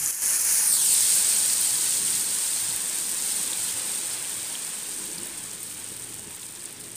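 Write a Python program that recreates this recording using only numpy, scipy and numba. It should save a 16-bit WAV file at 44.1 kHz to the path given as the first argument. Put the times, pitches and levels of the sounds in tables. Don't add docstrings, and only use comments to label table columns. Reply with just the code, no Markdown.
import sys
import numpy as np
from scipy import signal
from scipy.fft import rfft, irfft
from scipy.io import wavfile
from scipy.ndimage import uniform_filter1d, map_coordinates
from numba import njit

SR = 44100
rng = np.random.default_rng(int(sys.argv[2]) if len(sys.argv) > 2 else 0)


def wav_out(sig):
    wavfile.write(sys.argv[1], SR, np.round(np.clip(np.atleast_2d(sig).T, -1, 1) * 32767).astype(np.int16))


N = 307225

# time in seconds, sizzle level in dB, foam level in dB.
BOIL_LEVELS = [(0.0, -26, -47), (0.33, -22, -40.5), (0.72, -20, -38.5), (1.1, -19.5, -40.5),
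               (3.05, -29, -43), (3.3, -27.5, -42.5), (3.75, -28.5, -42), (4.66, -33, -45),
               (6.4, -39.5, -49.5), (6.97, -41, -50)]
def frying():
    sizzle_db, foam_db = curves(BOIL_LEVELS)
    return sizzle(sizzle_db) + pings(sizzle_db) + foam(foam_db) + spits(sizzle_db)


# frequency in Hz, relative level in dB.
SIZZLE_TONE = [(880, -47.5), (1500, -19.5), (2340, -20.5), (2530, -19.5), (4340, -10), (5860, -10),
               (7460, -5), (8620, 3), (9140, -0.5), (10500, -9), (11600, -14), (15100, -13.5)]
def sizzle(level_db, bursts_per_s=2400, low_hz=2400, high_hz=16700, thins_below_db=-33.5):
    chance, strength, smallness = rng.random(N), rng.exponential(1, N), rng.random(N)
    starts = np.flatnonzero(chance < bursts_per_s * undb(2 * wander(40)) / SR)
    hz = low_hz + (high_hz - low_hz) * smallness[starts]
    cycles = 2.06 * (0.6 + smallness[starts])
    spread_db = 4 + smallness[starts]
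    gains = undb(spread_db * np.minimum(strength[starts], 4)) * np.sqrt(hz / 1000)
    ticks = unit(ring(starts, hz, cycles, gains, glide=0.13, n=N))
    hiss_db = 1.5 + 0.8 * np.minimum(level_db - thins_below_db, 0)
    flicker_db = 0.84 * wander(20)
    dull_noise = unit(signal.lfilter([1], [1, -0.25], rng.standard_normal(N)))
    hiss = undb(hiss_db + flicker_db) * dull_noise
    even_mix = (ticks + hiss) / np.sqrt(1 + undb(2 * hiss_db))
    return undb(level_db) * unit(colour(even_mix, SIZZLE_TONE))


# start in seconds, peak level in dB, pitch in Hz.
LOUD_SPITS = [(0.061, -6, 6500), (0.1161, -11, 13900), (0.26, -4, 10100), (0.371, -10, 10100),
              (1.5325, -6, 5900), (1.692, -7, 12100), (1.7743, -9, 14200), (2.1975, -9, 11800),
              (2.763, -7, 12400), (2.987, -10, 11700), (3.0946, -14, 14300), (3.2232, -9, 6700),
              (3.518, -12, 7800), (3.7736, -21, 8900), (4.2273, -19, 14000), (4.4762, -19, 12300),
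              (4.6491, -17, 8900), (4.6685, -18, 5400), (4.752, -17, 10100), (5.0409, -20, 8100),
              (5.0559, -17, 13800), (5.1158, -19, 6000), (5.2332, -17, 8500), (5.2691, -18, 14300),
              (5.6306, -14, 12700), (5.8438, -20, 7900), (5.965, -21, 9300), (6.1426, -16, 11300),
              (6.1948, -20, 8700), (6.3632, -22, 14700), (6.657, -17, 9200), (6.7272, -20, 11500),
              (6.7998, -22, 14400), (6.882, -26, 8200), (6.917, -23, 10100), (6.9585, -18, 11700)]
def spits(sizzle_db, per_s=15, ring_ms=0.38, top_hz=14600, span_hz=9600):
    crowd = []
    for when, strength, depth in rng.random((300, 3))[:int(per_s * N / SR)]:
        fade_db = 0.56 * (sizzle_db[int(when * N)] - sizzle_db.max())
        crowd.append((when * N / SR, -17 + fade_db + 2 * strength, top_hz - span_hz * depth ** 2))
    out = np.zeros(N + SR)
    for start_s, peak_db, hz in LOUD_SPITS + crowd:
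        pitch = np.array([float(hz)])
        burst = ring(np.zeros(1, np.int64), pitch, ring_ms * pitch / 1000, np.ones(1), glide=0.038, n=300)
        spit = colour(burst, SIZZLE_TONE, size=256)
        start = int(start_s * SR)
        out[start:start + len(spit)] += undb(peak_db) * spit / np.abs(spit).max()
    return out[:N]


# start in seconds, level in dB, pitch in Hz, ring time in cycles.
LOUD_PINGS = [(1.289, -19, 4320, 5), (1.4019, -13, 4910, 4.6), (1.4994, -11, 4630, 5),
              (2.0809, -21.5, 3110, 7.7), (2.1323, -22, 4680, 5), (2.532, -24, 3650, 6),
              (2.5698, -26, 4300, 5), (2.6835, -23, 3190, 3.7), (2.7092, -19, 4280, 5),
              (3.5316, -15.5, 3580, 6), (3.6897, -21, 3027, 5), (3.7954, -22, 4295, 5.5),
              (4.248, -23, 3040, 6), (4.5533, -19.5, 3130, 10), (5.182, -19, 4750, 4.9),
              (5.7116, -32, 2870, 4), (6.032, -31, 3800, 7), (6.43, -28, 3650, 7), (6.5625, -35, 3900, 7),
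              (6.607, -29, 4900, 8), (6.7648, -30, 5600, 7)]
def pings(sizzle_db, per_s=140, low_hz=2310, octaves=1.64):
    start_s, level_db, hz, cycles = np.transpose(LOUD_PINGS)
    listed = ring((start_s * SR).astype(np.int64), hz, cycles, undb(level_db), glide=0.04, n=N)
    crowd_db = sizzle_db + np.interp(np.arange(N) / SR, (1.4, 3.4), (-23, -4.5))
    when, weakness, pitch, length = rng.random((3000, 4))[:int(per_s * N / SR)].T
    starts = (when * N).astype(np.int64)
    gains = undb(crowd_db[starts] + 0.5 * np.log(1 - 0.97 * weakness))
    crowd_hz = low_hz * 2 ** (octaves * pitch)
    return listed + ring(starts, crowd_hz, 2.8 + 6.1 * length, gains, glide=0.055, n=N)


# frequency in Hz, relative level in dB.
FOAM_TONE = [(290, -36), (500, -2.5), (696, -7.5), (880, -2), (1210, -6), (1540, -4), (1770, -2.5),
             (1940, -4.5), (2540, -3), (2850, -4.5), (3270, -2.5), (4000, -7), (5200, -34), (8800, -120)]
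def foam(level_db):
    grains = rng.standard_normal(N) * undb(0.5 * wander(400) + 0.72 * wander(9))
    return undb(level_db) * unit(colour(grains, FOAM_TONE))


def wok_echo(sound, fade_s=0.017, echo_db=-11.5, size=1024):
    blocks = np.pad(sound, (0, -N % size)).reshape(-1, size)
    t = np.arange(2 * size + 1) / SR
    tails = rng.standard_normal((len(blocks), len(t))) * undb(-60 * t / fade_s) * (t > 0.001)
    tails /= np.sqrt(np.sum(tails ** 2, axis=1, keepdims=True))
    echoes = signal.fftconvolve(blocks, tails, axes=1).reshape(-1, 3, size)
    overlapped = sum(np.roll(echoes[:, k].ravel(), k * size) for k in range(3))
    return sound + undb(echo_db) * overlapped[:N]


# delay in milliseconds, starting strength (a minus sign flips the wave).
EDGE_ECHOES = [(0.043, -1.05), (0.126, -0.42)]
def bowl_echo(sound, leaves_s=0.7, ease_s=0.025, recede_ms_per_s=1.43, creep_ms_per_s=0.028):
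    t = np.arange(N) / SR
    away_ms = recede_ms_per_s * ease_s * np.logaddexp(0, (t - leaves_s) / ease_s)
    delay_ms = 0.2154 + creep_ms_per_s * t + away_ms
    closeness = np.clip(1 - 0.36 * t, 0, 1)
    gain = 0.98 * closeness * np.exp(-away_ms / 0.23)
    first_bounce = -gain * delay(sound, delay_ms)
    second_bounce = 0.29 * gain ** 2 * delay(sound, 2 * delay_ms)
    edges = sum(strength * delay(sound, ms) for ms, strength in EDGE_ECHOES)
    mix = sound + first_bounce + second_bounce + closeness * np.exp(-away_ms / 0.21) * edges
    return mix * np.sqrt(uniform_filter1d(sound ** 2, 2000) / uniform_filter1d(mix ** 2, 2000))


# time in seconds, deep rumble level in dB, roar level in dB.
BURNER_LEVELS = [(0.0, -50, -55.5), (0.21, -65, -53), (0.23, -60, -52.5), (0.47, -60, -53),
                 (2.35, -55.5, -49.5), (2.44, -66, -53), (2.73, -50, -52.5), (2.83, -63, -51),
                 (3.53, -61.5, -49), (3.73, -51, -55), (3.84, -62, -50), (4.42, -59.5, -53.5),
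                 (4.7, -65, -52.5), (5.08, -60, -48), (5.59, -59.5, -53), (6.29, -55, -50),
                 (6.38, -63, -56.5), (6.97, -58, -49)]
# frequency in Hz, relative level in dB.
FLAME_TONE = [(24, -34), (40, -13), (59, -13.5), (183, 1), (259, -1.5), (322, -1), (373, -2.5), (418, -3),
              (600, -13.5), (780, -17), (1320, -120)]
# pitch in Hz, width in Hz, level of the added ring in dB.
KITCHEN_NOTES = [(88.8, 6.4, 2), (113.4, 5, 6), (165.5, 6.1, 1), (199.5, 20, 0.5), (257.4, 24, 1),
                 (313.6, 12, 5.5), (342, 9.9, 6.5), (418, 28, 3.5), (507, 7.8, -6)]
def burner(shudder_hz=24, shudder_db=-63):
    deep_db, roar_db = curves(BURNER_LEVELS)
    flame = colour(rng.standard_normal(N), FLAME_TONE, size=4096)
    rumble = flame + sum(undb(db) * signal.lfilter(*signal.iirpeak(hz, hz / width, SR), flame)
                         for hz, width, db in KITCHEN_NOTES)
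    deep = signal.sosfiltfilt(signal.butter(2, (45, 135), "band", fs=SR, output="sos"), rumble)
    shudder_gain = undb(shudder_db + 2 * wander(3.05))
    shudder_phase = 2 * np.pi * shudder_hz * np.cumsum(1 + 0.075 * wander(4)) / SR
    roar = undb(roar_db + 0.25 * wander(6)) * unit(rumble - deep)
    return roar + undb(deep_db) * unit(deep) + shudder_gain * np.sin(shudder_phase)


# start in seconds, end in seconds, change in dB.
LEVEL_DIPS = [(0.11, 0.219, -6.5), (0.372, 0.45, -2)]
def dips(sound):
    t = np.arange(N) / SR
    dip_db = np.zeros(N)
    for start_s, end_s, db in LEVEL_DIPS:
        dip_db[(t > start_s) & (t < end_s)] = db
    return sound * undb(uniform_filter1d(dip_db, 150))


@njit
def ring(starts, hz, cycles, gains, glide, n):
    out = np.zeros(n)
    for k in range(len(starts)):
        length = int(cycles[k] * SR / hz[k])
        phase = 0.
        for i in range(min(3 * length, n - starts[k])):
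            phase += 2 * np.pi * hz[k] * (1 + glide * i / length) / SR
            envelope = np.exp(-2. * i / length) * min(8. * i / length, 1.)
            out[starts[k] + i] += gains[k] * np.sin(phase) * envelope
    return out


def colour(sound, tone, size=1024):
    hz, db = np.transpose(tone)
    grid_hz = np.maximum(np.arange(size + 1) * SR / (2 * size), 1)
    grid_db = np.interp(np.log(grid_hz), np.log(hz), np.maximum(db, -60))
    cepstrum = irfft(grid_db * np.log(10) / 20)
    cepstrum[1:size] *= 2
    cepstrum[size + 1:] = 0
    response = irfft(np.exp(rfft(cepstrum)))
    return signal.fftconvolve(sound, response)[:N]


def wander(per_s):
    hold = int(SR / per_s)
    steps = np.repeat(rng.standard_normal(N // hold + 1), hold)
    return unit(uniform_filter1d(uniform_filter1d(steps, hold), hold)[:N])


def curves(table):
    times, *columns = np.transpose(table)
    return [np.interp(np.arange(N) / SR, times, column) for column in columns]


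def delay(sound, ms):
    return map_coordinates(sound, [np.arange(N) - ms * SR / 1000], order=3)


def undb(db):
    return 10 ** (np.asarray(db) / 20)


def unit(sound):
    return sound / np.sqrt(np.mean(sound ** 2))


def scene():
    oil = bowl_echo(wok_echo(frying()))
    return np.tile(dips(oil + burner()), (2, 1))


def record(dry, headroom=0.35, top_hz=15480):
    rounded = headroom * np.tanh(dry / headroom)
    return signal.sosfilt(signal.ellip(16, 0.2, 100, top_hz, fs=SR, output="sos"), rounded)


dry = scene()
out = record(dry)
wav_out(out)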